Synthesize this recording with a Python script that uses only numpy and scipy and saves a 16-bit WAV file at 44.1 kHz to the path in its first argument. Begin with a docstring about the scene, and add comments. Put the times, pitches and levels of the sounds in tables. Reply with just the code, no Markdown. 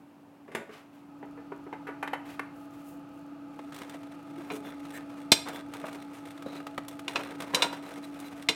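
"""Poking a wood boiler

A draught fan hums in a small plastered room. The boiler's iron door is unlatched and swung wide,
which lets the fan's sound out of the firebox. A steel poker then rakes the embers, thumps and cracks
the charred logs, clanks against the firebox and squeals as it slides on the iron."""
import sys
import numpy as np
from scipy import signal
from scipy.fft import rfft, irfft, next_fast_len
from scipy.io import wavfile

SR = 44100
rng = np.random.default_rng(int(sys.argv[2]) if len(sys.argv) > 2 else 0)


def dump(signal):
    """Clip the signal to [-1, 1] and save it as 16-bit WAV at the path in sys.argv[1]."""
    limited = np.clip(np.atleast_2d(signal).T, -1, 1)
    pcm = np.round(limited * 32767).astype(np.int16)
    wavfile.write(sys.argv[1], SR, pcm)


N = 377055
TIME = np.arange(N) / SR

# The edges in Hz of four bands, from low to high: thud, knock, clang and fizz.
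BAND_EDGES_HZ = [120, 700, 2200, 5500, 16000]
# What each kind of contact adds to its level at zero hardness: thud, knock, clang and fizz in dB.
CLANK_BANDS, STROKE_BANDS = (-11.5, -1.5, 5, -4), (0.5, 1, -3, -10)
THUMP_BANDS, CRACK_BANDS = (-1, -2, -14.5, -26), (-5, -0.5, -5, -11.5)
LATCH_BANDS, HINGE_BANDS = (4, -0.5, -8.5, -18.5), (-3, 0, -15, -31.5)

# Blows. Each row: start in seconds, relative level in dB, hardness in dB per octave (harder is
# brighter), t60 (the seconds it takes to fade by 60 dB), note of the struck spot in Hz.
POKER_HITS = [(4.502, -37.5, -7.5, 0.11, 2453), (5.318, -25, 3, 0.062, 4080),
              (7.08, -38.5, -1.5, 0.034, 2830), (7.157, -30, -4, 0.066, 2605),
              (7.546, -33.5, 2.4, 0.056, 3690), (7.621, -26.5, -0.94, 0.08, 3600),
              (8.487, -27, -0.7, 0.068, 2148)]   # the poker strikes the firebox
LOG_HITS = [(3.59, -42, 0.5, 0.05, 860), (4.38, -55, -7.5, 0.19, 340), (4.512, -47.5, -5.5, 0.42, 429),
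            (5.839, -37.5, -1, 0.11, 617), (5.883, -42, 2, 0.053, 630), (6.462, -46.5, -6, 0.048, 540),
            (7.536, -30.5, 0.5, 0.16, 1007), (7.565, -32.5, 0.5, 0.32, 511), (7.642, -30, 2, 0.13, 942),
            (7.727, -36.5, 3, 0.093, 958), (8.493, -40, -3, 0.16, 443)]   # logs tumble
LATCH_HITS = [(0.479, -56, -1.5, 0.19, 392), (0.516, -53.5, 1, 0.19, 1940), (0.5485, -35.5, 2, 0.071, 1960),
              (0.567, -46, -0.5, 0.33, 438), (0.692, -53.5, -1.5, 0.17, 427)]   # the handle turns, the latch lets go, the door jumps
HINGE_HITS = [(1.227, -47, -2, 0.1, 820), (1.374, -53, -2, 0.16, 455), (1.519, -42.5, -2, 0.058, 397),
              (1.665, -51, -3, 0.09, 380), (1.727, -39.5, 0, 0.07, 865), (1.869, -41.5, 2.5, 0.18, 414),
              (1.886, -44, -2, 0.076, 420), (2.027, -32.5, 3, 0.075, 803), (2.075, -37.5, 3, 0.043, 850),
              (2.132, -31, 2, 0.072, 817), (2.394, -33.5, 3, 0.024, 2130)]   # the door knocks on its hinges as it swings and settles
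# Charred wood cracks. Each row: start in seconds, relative level in dB, hardness in dB per octave.
WOOD_CRACKS = [(3.722, -50.5, 0), (3.744, -54, 3.5), (3.762, -51, 2.5), (3.786, -53, 3), (3.817, -44, -0.5),
               (3.895, -52.5, 3), (4.031, -52, -1.5), (4.852, -51.5, -0.5), (5.485, -44, 2.5),
               (5.736, -45, 1.5), (5.928, -50.5, 1.5), (6.376, -52.5, 0), (6.423, -49, 0.5),
               (6.602, -45.5, -3.5), (6.667, -41, -1), (6.778, -33, -2.7), (6.882, -52.5, 6),
               (6.992, -46.5, 1), (7.403, -42, 1.5), (7.421, -43, 1.5), (8.2, -60, 6.5)]
# The poker rakes the embers. Each row: start and end in seconds, level in dB, hardness in dB per octave.
RAKE_STROKES = [(3.715, 3.96, -53.5, -0.5), (3.98, 4.15, -62, 0), (4.355, 4.49, -54, -1.3),
                (4.488, 4.572, -57.5, 3.5), (4.644, 4.717, -49, -3.5), (4.79, 4.925, -53.5, 0.5),
                (4.907, 5.002, -51, -2), (5.093, 5.218, -56.5, 0.5), (5.452, 5.586, -44, -2.5),
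                (5.74, 5.815, -48, -0.5), (5.852, 5.88, -43.5, 0), (5.92, 6.026, -54.5, -0.1),
                (6.129, 6.177, -56, 1.5), (6.248, 6.313, -57.5, 1), (6.453, 6.58, -52.5, -0.1),
                (6.88, 6.951, -57.5, 1.5), (7.082, 7.11, -45.5, -0.5), (7.145, 7.254, -43, -1.5),
                (7.257, 7.343, -46, -1.5), (7.38, 7.52, -48, -1), (7.517, 7.774, -49.5, -1),
                (7.819, 7.97, -51.5, 0), (8.022, 8.065, -56, 2), (8.118, 8.431, -55.5, 0.5)]
# The poker slides on iron. Each row: start and end in seconds, note in Hz, note and overtones in dB.
POKER_SLIDES = [(4.368, 4.607, 2570, -82, -67), (4.633, 4.725, 3500, -60, -58.5),
                (4.924, 4.994, 7650, -64, -52), (4.932, 4.992, 1770, -46, -62),
                (5.52, 5.587, 3430, -54, -52.5), (5.978, 6.043, 4000, -64, -75),
                (6.449, 6.603, 3930, -57.5, -79), (7.82, 7.896, 3930, -62, -71),
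                (8.029, 8.06, 3970, -50, -65), (8.235, 8.293, 3930, -61, -56)]
# The door seal rubs, then sleeves do. Each row: start and end in seconds, rub in dB, hiss in dB.
SOFT_RUBS = [(0.694, 0.774, -51.5, -73), (0.918, 0.957, -62.5, -73), (2.239, 2.31, -50, -63),
             (2.53, 2.646, -72, -70), (2.7, 2.822, -64, -70), (2.832, 2.916, -71, -63.5),
             (3.1, 3.18, -81, -73)]
# How freely the firebox sounds into the room. Each row: time in seconds, opening from 0 to 1.
DOOR_OPENING = [(0.6, 0), (0.8, 0.03), (1.05, 0.23), (1.3, 0.64), (1.7, 0.79), (2.1, 0.88), (3.5, 0.75),
                (5.0, 1), (8.5, 0.93)]

# Modes, the pitches a thing rings at. Each row: pitch in Hz, width in Hz, relative strength in dB.
ROD_MODES = [(950, 30, -9), (2135, 33, -8), (2290, 26, -6), (2500, 60, -4), (2831, 27, 0), (3100, 40, -6),
             (3550, 47, 0), (3978, 50, 0), (4240, 33, -8), (4885, 56, -6), (5170, 45, -11), (5601, 35, -5),
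             (6260, 80, -12), (6620, 70, -11), (6810, 50, -14), (7450, 30, -12), (7620, 33, -11),
             (8160, 35, -13), (8460, 30, -12), (9100, 70, -18), (9740, 40, -17), (10200, 45, -21),
             (11280, 60, -23), (11990, 60, -25), (12800, 90, -26)]   # the steel poker
BOLT_MODES = [(156, 22, -10), (228, 25, 1), (334, 30, -1), (426, 50, 8), (568, 40, 5.5), (790, 40, -19),
              (1146, 51, 6), (1470, 29, -3), (1770, 30, -10), (1860, 30, -3), (2200, 50, -11),
              (2850, 55, -31), (3530, 28, -9), (3670, 45, -4), (5100, 80, -15), (7360, 80, -28)]   # the latch bolt
DOOR_MODES = [(427, 50, 3.5), (644, 40, -28), (762, 50, 4), (952, 50, 6), (1155, 50, -3), (1474, 35, 0.5),
              (1770, 60, 2.5), (1910, 60, -14), (2420, 50, -5), (2670, 32, -4), (3030, 32, -9),
              (3800, 36, -17), (11530, 90, -25)]   # the iron door
FIREBOX_MODES = [(57, 16, 5.9), (116, 11, 8), (164.3, 46, 10.9), (323.4, 69, 15.7), (500, 88, 10.5),
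                 (659.5, 45, 16), (790, 16, 8.4), (851, 61, 23), (1244, 188, 18.3), (2450, 170, 5.4),
                 (2720, 590, 5.7), (4440, 330, 4.5)]   # the air inside the firebox

# Colours, how noise is spread from bass to treble. Each row: frequency in Hz, relative level in dB.
IRON_COLOUR = [(30, -43.5), (80, -31.5), (150, 0), (400, 7.5), (1000, 4), (2200, 4.5), (3800, 8), (5000, 0),
               (8000, -5.5), (12000, -12), (16000, -21)]   # the struck firebox
CHAR_COLOUR = [(40, -52), (100, -28), (170, -1), (450, 2), (1300, 3), (2600, -10.5), (5000, -20.5),
               (9000, -19), (16000, -27)]   # charred wood
FRICTION_COLOUR = [(900, -16), (2000, 3), (3500, -11), (5000, -11), (8000, -2), (13000, 0), (16000, -4)]   # steel sliding on iron
PANEL_COLOUR = [(40, -55), (90, -28), (150, -7.5), (400, 8), (900, 4.5), (2100, 8), (3200, -6.5),
                (5000, -21), (9800, -29.5), (11300, -27), (12400, -39), (16000, -40)]   # the door panel
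CLOTH_COLOUR = [(150, -7), (700, 10), (2500, 6.5), (5000, -5.5), (10000, -16), (16000, -25)]   # rubbing fibres
CASING_COLOUR = [(25, -41), (55, -26.5), (100, -7), (160, -0.5), (310, -1), (430, -9.5), (600, -8.5),
                 (800, -7), (1300, -14.5), (1900, -21.5), (2600, -22), (3500, -29), (6000, -35),
                 (16000, -38)]   # the boiler's casing
DRAUGHT_COLOUR = [(22, -31), (50, -9), (110, -1.5), (200, -1.5), (400, -8), (700, -5.5), (1000, -20.5),
                  (1500, -8.5), (1900, -18), (3400, -21.5), (6000, -29), (16000, -43)]   # rushing air


def poker(thump_s=5.3185, thump_hz=92, thump_t60=0.059):
    """Steel clanks on iron, stilled by the hand; a deep, short thump comes with the hardest blow."""
    clanks = blows(POKER_HITS, CLANK_BANDS, ROD_MODES, IRON_COLOUR, wash_db=-3.5, note_db=-3.5,
                   ring_db=-38.5, ring_t60=0.47, rise_s=0.0006, bass_hold=1.2, bass_trade=0)
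    t = np.maximum(TIME - thump_s, 0)
    boom = from_db(-30) * np.sin(2 * np.pi * thump_hz * t)
    thud = from_db(-16) * coloured(rng.standard_normal(N), CASING_COLOUR)
    return from_db(0.5) * clanks + (boom + thud) * (t > 0) * fade(np.minimum(t, 1), thump_t60)


def logs(crack_t60=0.04, crack_hz=1247):
    """Logs thump dully and crack, barely stirring the rod. A crack rings briefly at a firebox mode."""
    thumps = blows(LOG_HITS, THUMP_BANDS, ROD_MODES, CHAR_COLOUR, wash_db=31.5, note_db=31,
                   ring_db=-28, ring_t60=0.37, rise_s=0.0011, bass_hold=0.98, bass_trade=1.1)
    crack_hits = [(*row, crack_t60, crack_hz) for row in WOOD_CRACKS]
    cracks = blows(crack_hits, CRACK_BANDS, ROD_MODES, CHAR_COLOUR, wash_db=28.5, note_db=24.5,
                   ring_db=-28, ring_t60=0.33, rise_s=0.00089, bass_hold=0.74, bass_trade=0.14)
    return from_db(-1.85) * thumps + from_db(-1.93) * cracks


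def raking(trickle_span_s=(3.5, 8.55), trickle_db=-65):
    """Embers crumble under each stroke: crisp snaps over a fine rasp, both passing along the rod."""
    fractures = filtered(grains(per_s=60, spread_db=2.6, clump_db=2), 1, 2200, "high")
    snaps = bursts(fractures, decay_s=0.0032)
    rasp = grains(per_s=6700, spread_db=3.5, clump_db=3.5)
    rod = [(hz, width, db / 4) for hz, width, db in ROD_MODES]   # rubbing stirs the modes almost evenly
    scrape = coloured(0.95 * rms_one(snaps) + rms_one(rasp), CHAR_COLOUR, rod, peak_db=7)
    trickle = (*trickle_span_s, trickle_db, 0)   # embers keep trickling between strokes
    gains = 0
    for start, end, level_db, hardness in RAKE_STROKES + [trickle]:
        pressure = swell(start, end, attack_s=0.0079, release_s=0.025)
        levels_db = band_levels(level_db, hardness, STROKE_BANDS, bass_trade=0.079)
        gains = np.maximum(gains, np.outer(from_db(levels_db), pressure))
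    return sum(gain * rms_one(filtered(scrape, 3, [low, high], "band"))
               for low, high, gain in zip(BAND_EDGES_HZ, BAND_EDGES_HZ[1:], gains))


def sliding(edge_s=0.0182, note_width_hz=100):
    """The rod sticks and slips on the iron like a bowed string, singing a note with overtones."""
    out = np.zeros(N)
    for start, end, note_hz, note_db, overtones_db in POKER_SLIDES:
        t = np.arange(round((end - start) * SR)) / SR
        slips = rng.standard_normal(len(t)) ** 3   # cubing makes the noise spiky
        note = rms_one(signal.lfilter(*signal.iirpeak(note_hz, note_hz / note_width_hz, SR), slips))
        overtones = coloured(slips, FRICTION_COLOUR, ROD_MODES, peak_db=26)
        pressure = np.minimum(np.minimum(t, t[::-1]) / edge_s, 1)
        at = round(start * SR)
        out[at:at + len(t)] += pressure * (from_db(note_db) * note + from_db(overtones_db) * overtones)
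    return out


def door():
    """The latch clunks, then the heavy door knocks dully on its hinges."""
    latch = blows(LATCH_HITS, LATCH_BANDS, BOLT_MODES, PANEL_COLOUR, wash_db=7.5, note_db=-6,
                  ring_db=-24, ring_t60=0.32, rise_s=0.00089, bass_hold=0.99, bass_trade=1)
    hinge = blows(HINGE_HITS, HINGE_BANDS, DOOR_MODES, PANEL_COLOUR, wash_db=0.5, note_db=0.5,
                  ring_db=-42, ring_t60=0.27, rise_s=0.0013, bass_hold=1.5, bass_trade=1.36)
    return from_db(0.2) * latch + from_db(-0.14) * hinge


def rubbing(attack_s=0.035, release_s=0.04):
    """Fibres slip in a fine, soft hiss that swells with each movement."""
    slips = grains(per_s=9700, spread_db=1, clump_db=2)
    rub = coloured(slips, CLOTH_COLOUR)
    hiss = rms_one(filtered(slips, 2, 5500, "high"))
    return sum(swell(start, end, attack_s, release_s) * (from_db(rub_db) * rub + from_db(hiss_db) * hiss)
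               for start, end, rub_db, hiss_db in SOFT_RUBS)


def fan(blade_hz=285.7, shut_db=-58, open_db=-46.5):
    """The blades hum over rushing air; the open door lets out more hum and the firebox's draught."""
    opening = door_opening()
    phase = 2 * np.pi * blade_hz * TIME + 0.56 * drift(0.64) + 0.08 * drift(7.6)   # swirling air jostles it
    hum = np.sqrt(2) * np.sin(phase) * from_db(1.75 * drift(15))
    casing = from_db(-57) * coloured(rng.standard_normal(N), CASING_COLOUR)
    draught = from_db(-50.5) * opening * coloured(rng.standard_normal(N), DRAUGHT_COLOUR, FIREBOX_MODES)
    return hum * (from_db(shut_db) + from_db(open_db) * opening) + casing + draught


def fire(level_db=-79):
    """Glowing wood ticks faintly by itself, heard once the door is open."""
    ticks = bursts(grains(per_s=9, spread_db=2, clump_db=1.5), decay_s=0.0015)
    return from_db(level_db) * door_opening() * rms_one(filtered(ticks, 2, 2500, "high"))


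def room(x, t60=0.38, treble_t60=0.25, split_hz=3500, build_s=0.011):
    """Echoes from the close walls blur together; the treble dies first."""
    t = np.arange(SR // 2) / SR
    noise = rng.standard_normal(len(t))
    dull = filtered(noise, 1, split_hz, "low")
    echoes = dull * fade(t, t60) + (noise - dull) * fade(t, treble_t60)
    echoes *= 1 - np.exp(-(t / build_s) ** 2)
    return signal.fftconvolve(x, echoes / np.linalg.norm(echoes))[:N]


def blows(hits, bands_db, modes, colour, wash_db, note_db, ring_db, ring_t60,
          rise_s, bass_hold, bass_trade):
    """Each hit sets off clear modes, a note and a wash of noise; most dies fast, a little rings on."""
    t = np.arange(SR * 3 // 4) / SR
    hz, width, mode_db = np.transpose(modes)[:, :, None]
    out = np.zeros(N + len(t))
    for start, level_db, hardness, t60, note_hz in hits:
        strength = from_db(mode_db + 2.5 * rng.standard_normal(hz.shape))   # varies with the spot struck
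        strength /= np.linalg.norm(strength)
        tones = np.sqrt(2) * np.sin(2 * np.pi * (hz * t + rng.random(hz.shape)))
        damped = fade(t, t60)
        # once the contact lets go, the modes ring on more evenly, the narrow ones longest
        free = np.sqrt(strength) * from_db(ring_db) * fade(t, ring_t60 / np.sqrt(width / np.median(width)))
        ringing = np.sum(tones * (strength * damped + free), axis=0)
        # weaker tones close by roughen the note
        neighbours = np.sin(2 * np.pi * note_hz * rng.uniform(0.92, 1.08, (4, 1)) * t).sum(axis=0)
        note = from_db(note_db) * (np.sin(2 * np.pi * note_hz * t) + 0.23 * neighbours)
        wash = from_db(wash_db) * coloured(rng.standard_normal(len(t)), colour)
        bass = filtered(wash, 1, 1200, "low")   # lasts bass_hold times as long as the rest
        blow = ringing + (note + wash - bass) * damped + bass * damped ** (1 / bass_hold)
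        blow *= 1 - np.exp(-t / rise_s)
        levels_db = band_levels(level_db, hardness, bands_db, bass_trade)
        at = round(start * SR)
        out[at:at + len(t)] += balanced(balanced(blow, levels_db), levels_db)   # twice gets closer
    return out[:N]


def band_levels(level_db, hardness, bands_db, bass_trade):
    """Each band's level in dB: a harder contact gains treble and, scaled by bass_trade, loses thud."""
    centres = np.sqrt(np.multiply(BAND_EDGES_HZ[1:], BAND_EDGES_HZ[:-1]))
    octaves = np.log2(centres / centres[1])   # counted from the knock band
    return level_db + np.array(bands_db) + hardness * np.where(octaves < 0, bass_trade * octaves, octaves)


def balanced(x, levels_db):
    """Reshape a blow's tone so that its first 20 ms come near the given level in each band."""
    size, edges = SR // 50, np.array(BAND_EDGES_HZ)
    power = 2 * abs(rfft(x[:size]) / size) ** 2
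    band_power, _ = np.histogram(np.fft.rfftfreq(size, 1 / SR), edges, weights=power)
    change_db = np.array(levels_db) - 10 * np.log10(band_power + 1e-20)
    hz = np.maximum(np.fft.rfftfreq(2 * len(x), 1 / SR), 1)
    tilt_db = np.interp(np.log(hz), np.log(edges[1:] * edges[:-1]) / 2, change_db)
    return irfft(rfft(x, 2 * len(x)) * from_db(tilt_db))[:len(x)]


def coloured(x, colour, modes=(), peak_db=0):
    """Give x a broad colour with any modes standing out of it, at an average level of 1."""
    size = next_fast_len(len(x))
    hz = np.maximum(np.fft.rfftfreq(size, 1 / SR), 1)
    points_hz, levels_db = np.transpose(colour)
    lift = 1 + sum(from_db(db + peak_db) ** 2 / (1 + (2 * (hz - centre) / width) ** 2) ** 2.54
                   for centre, width, db in modes)
    gain = from_db(np.interp(np.log(hz), np.log(points_hz), levels_db)) * np.sqrt(lift)
    return rms_one(irfft(rfft(x, size) * gain, size)[:len(x)])


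def grains(per_s, spread_db, clump_db):
    """Tiny breaks and slips: random clicks of uneven size, louder in clumps."""
    sizes = from_db(spread_db * np.minimum(rng.exponential(1, N), 4) + clump_db * drift(28))
    return sizes * rng.choice([-1, 1], N) * (rng.random(N) < per_s / SR)


def bursts(clicks, decay_s):
    """Turn each click into a short, dying burst of noise."""
    t = np.arange(SR // 50) / SR
    return signal.fftconvolve(clicks, rng.standard_normal(len(t)) * np.exp(-t / decay_s))[:N]


def drift(rate_hz, step=40, warm_up=2000):
    """A slow random wander, about 1 in size."""
    pole = np.exp(-2 * np.pi * rate_hz * step / SR)
    noise = rng.standard_normal(N // step + warm_up + 2)
    slow = signal.lfilter([1], [1, -2 * pole, pole * pole], noise)[warm_up:]
    return np.interp(np.arange(N) / step, np.arange(len(slow)), rms_one(slow))


def door_opening():
    """How open the door is at every sample."""
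    return np.interp(TIME, *np.transpose(DOOR_OPENING))


def swell(start, end, attack_s, release_s):
    """Pressure builds, holds until the end of the stroke and dies away."""
    return np.clip((TIME - start) / attack_s, 0, 1) * np.exp(-np.clip((TIME - end) / release_s, 0, 20))


def fade(t, t60):
    """Fall by 60 dB every t60 seconds."""
    return from_db(-60 * t / t60)


def filtered(x, order, hz, kind):
    """Keep the lows, the highs or a band; a higher order cuts more steeply."""
    return signal.sosfilt(signal.butter(order, hz, kind, fs=SR, output="sos"), x)


def from_db(db):
    """Turn decibels into a gain."""
    return 10 ** (np.asarray(db) / 20)


def rms_one(x):
    """Scale x to an average level (rms) of 1."""
    return x / np.sqrt(np.mean(x ** 2) + 1e-20)


def scene():
    """Sounds from outside and inside the firebox echo in the room, over the fan."""
    outside = door() + rubbing()
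    inside = poker() + logs() + raking() + sliding() + fire()
    return (fan() + outside + inside + room(from_db(-11) * outside + from_db(-16) * inside))[None]


def record(dry, low_cut_hz=42, ceiling=0.78, high_cut_hz=16200):
    """The microphone sheds the deepest bass, the hardest peak is rounded, the top is cut steeply."""
    lean = filtered(dry, 2, low_cut_hz, "high")
    rounded = lean / (1 + (lean / ceiling) ** 4) ** 0.25
    return signal.sosfilt(signal.ellip(10, 0.1, 80, high_cut_hz, fs=SR, output="sos"), rounded)


dry = scene()
out = record(dry)
dump(out)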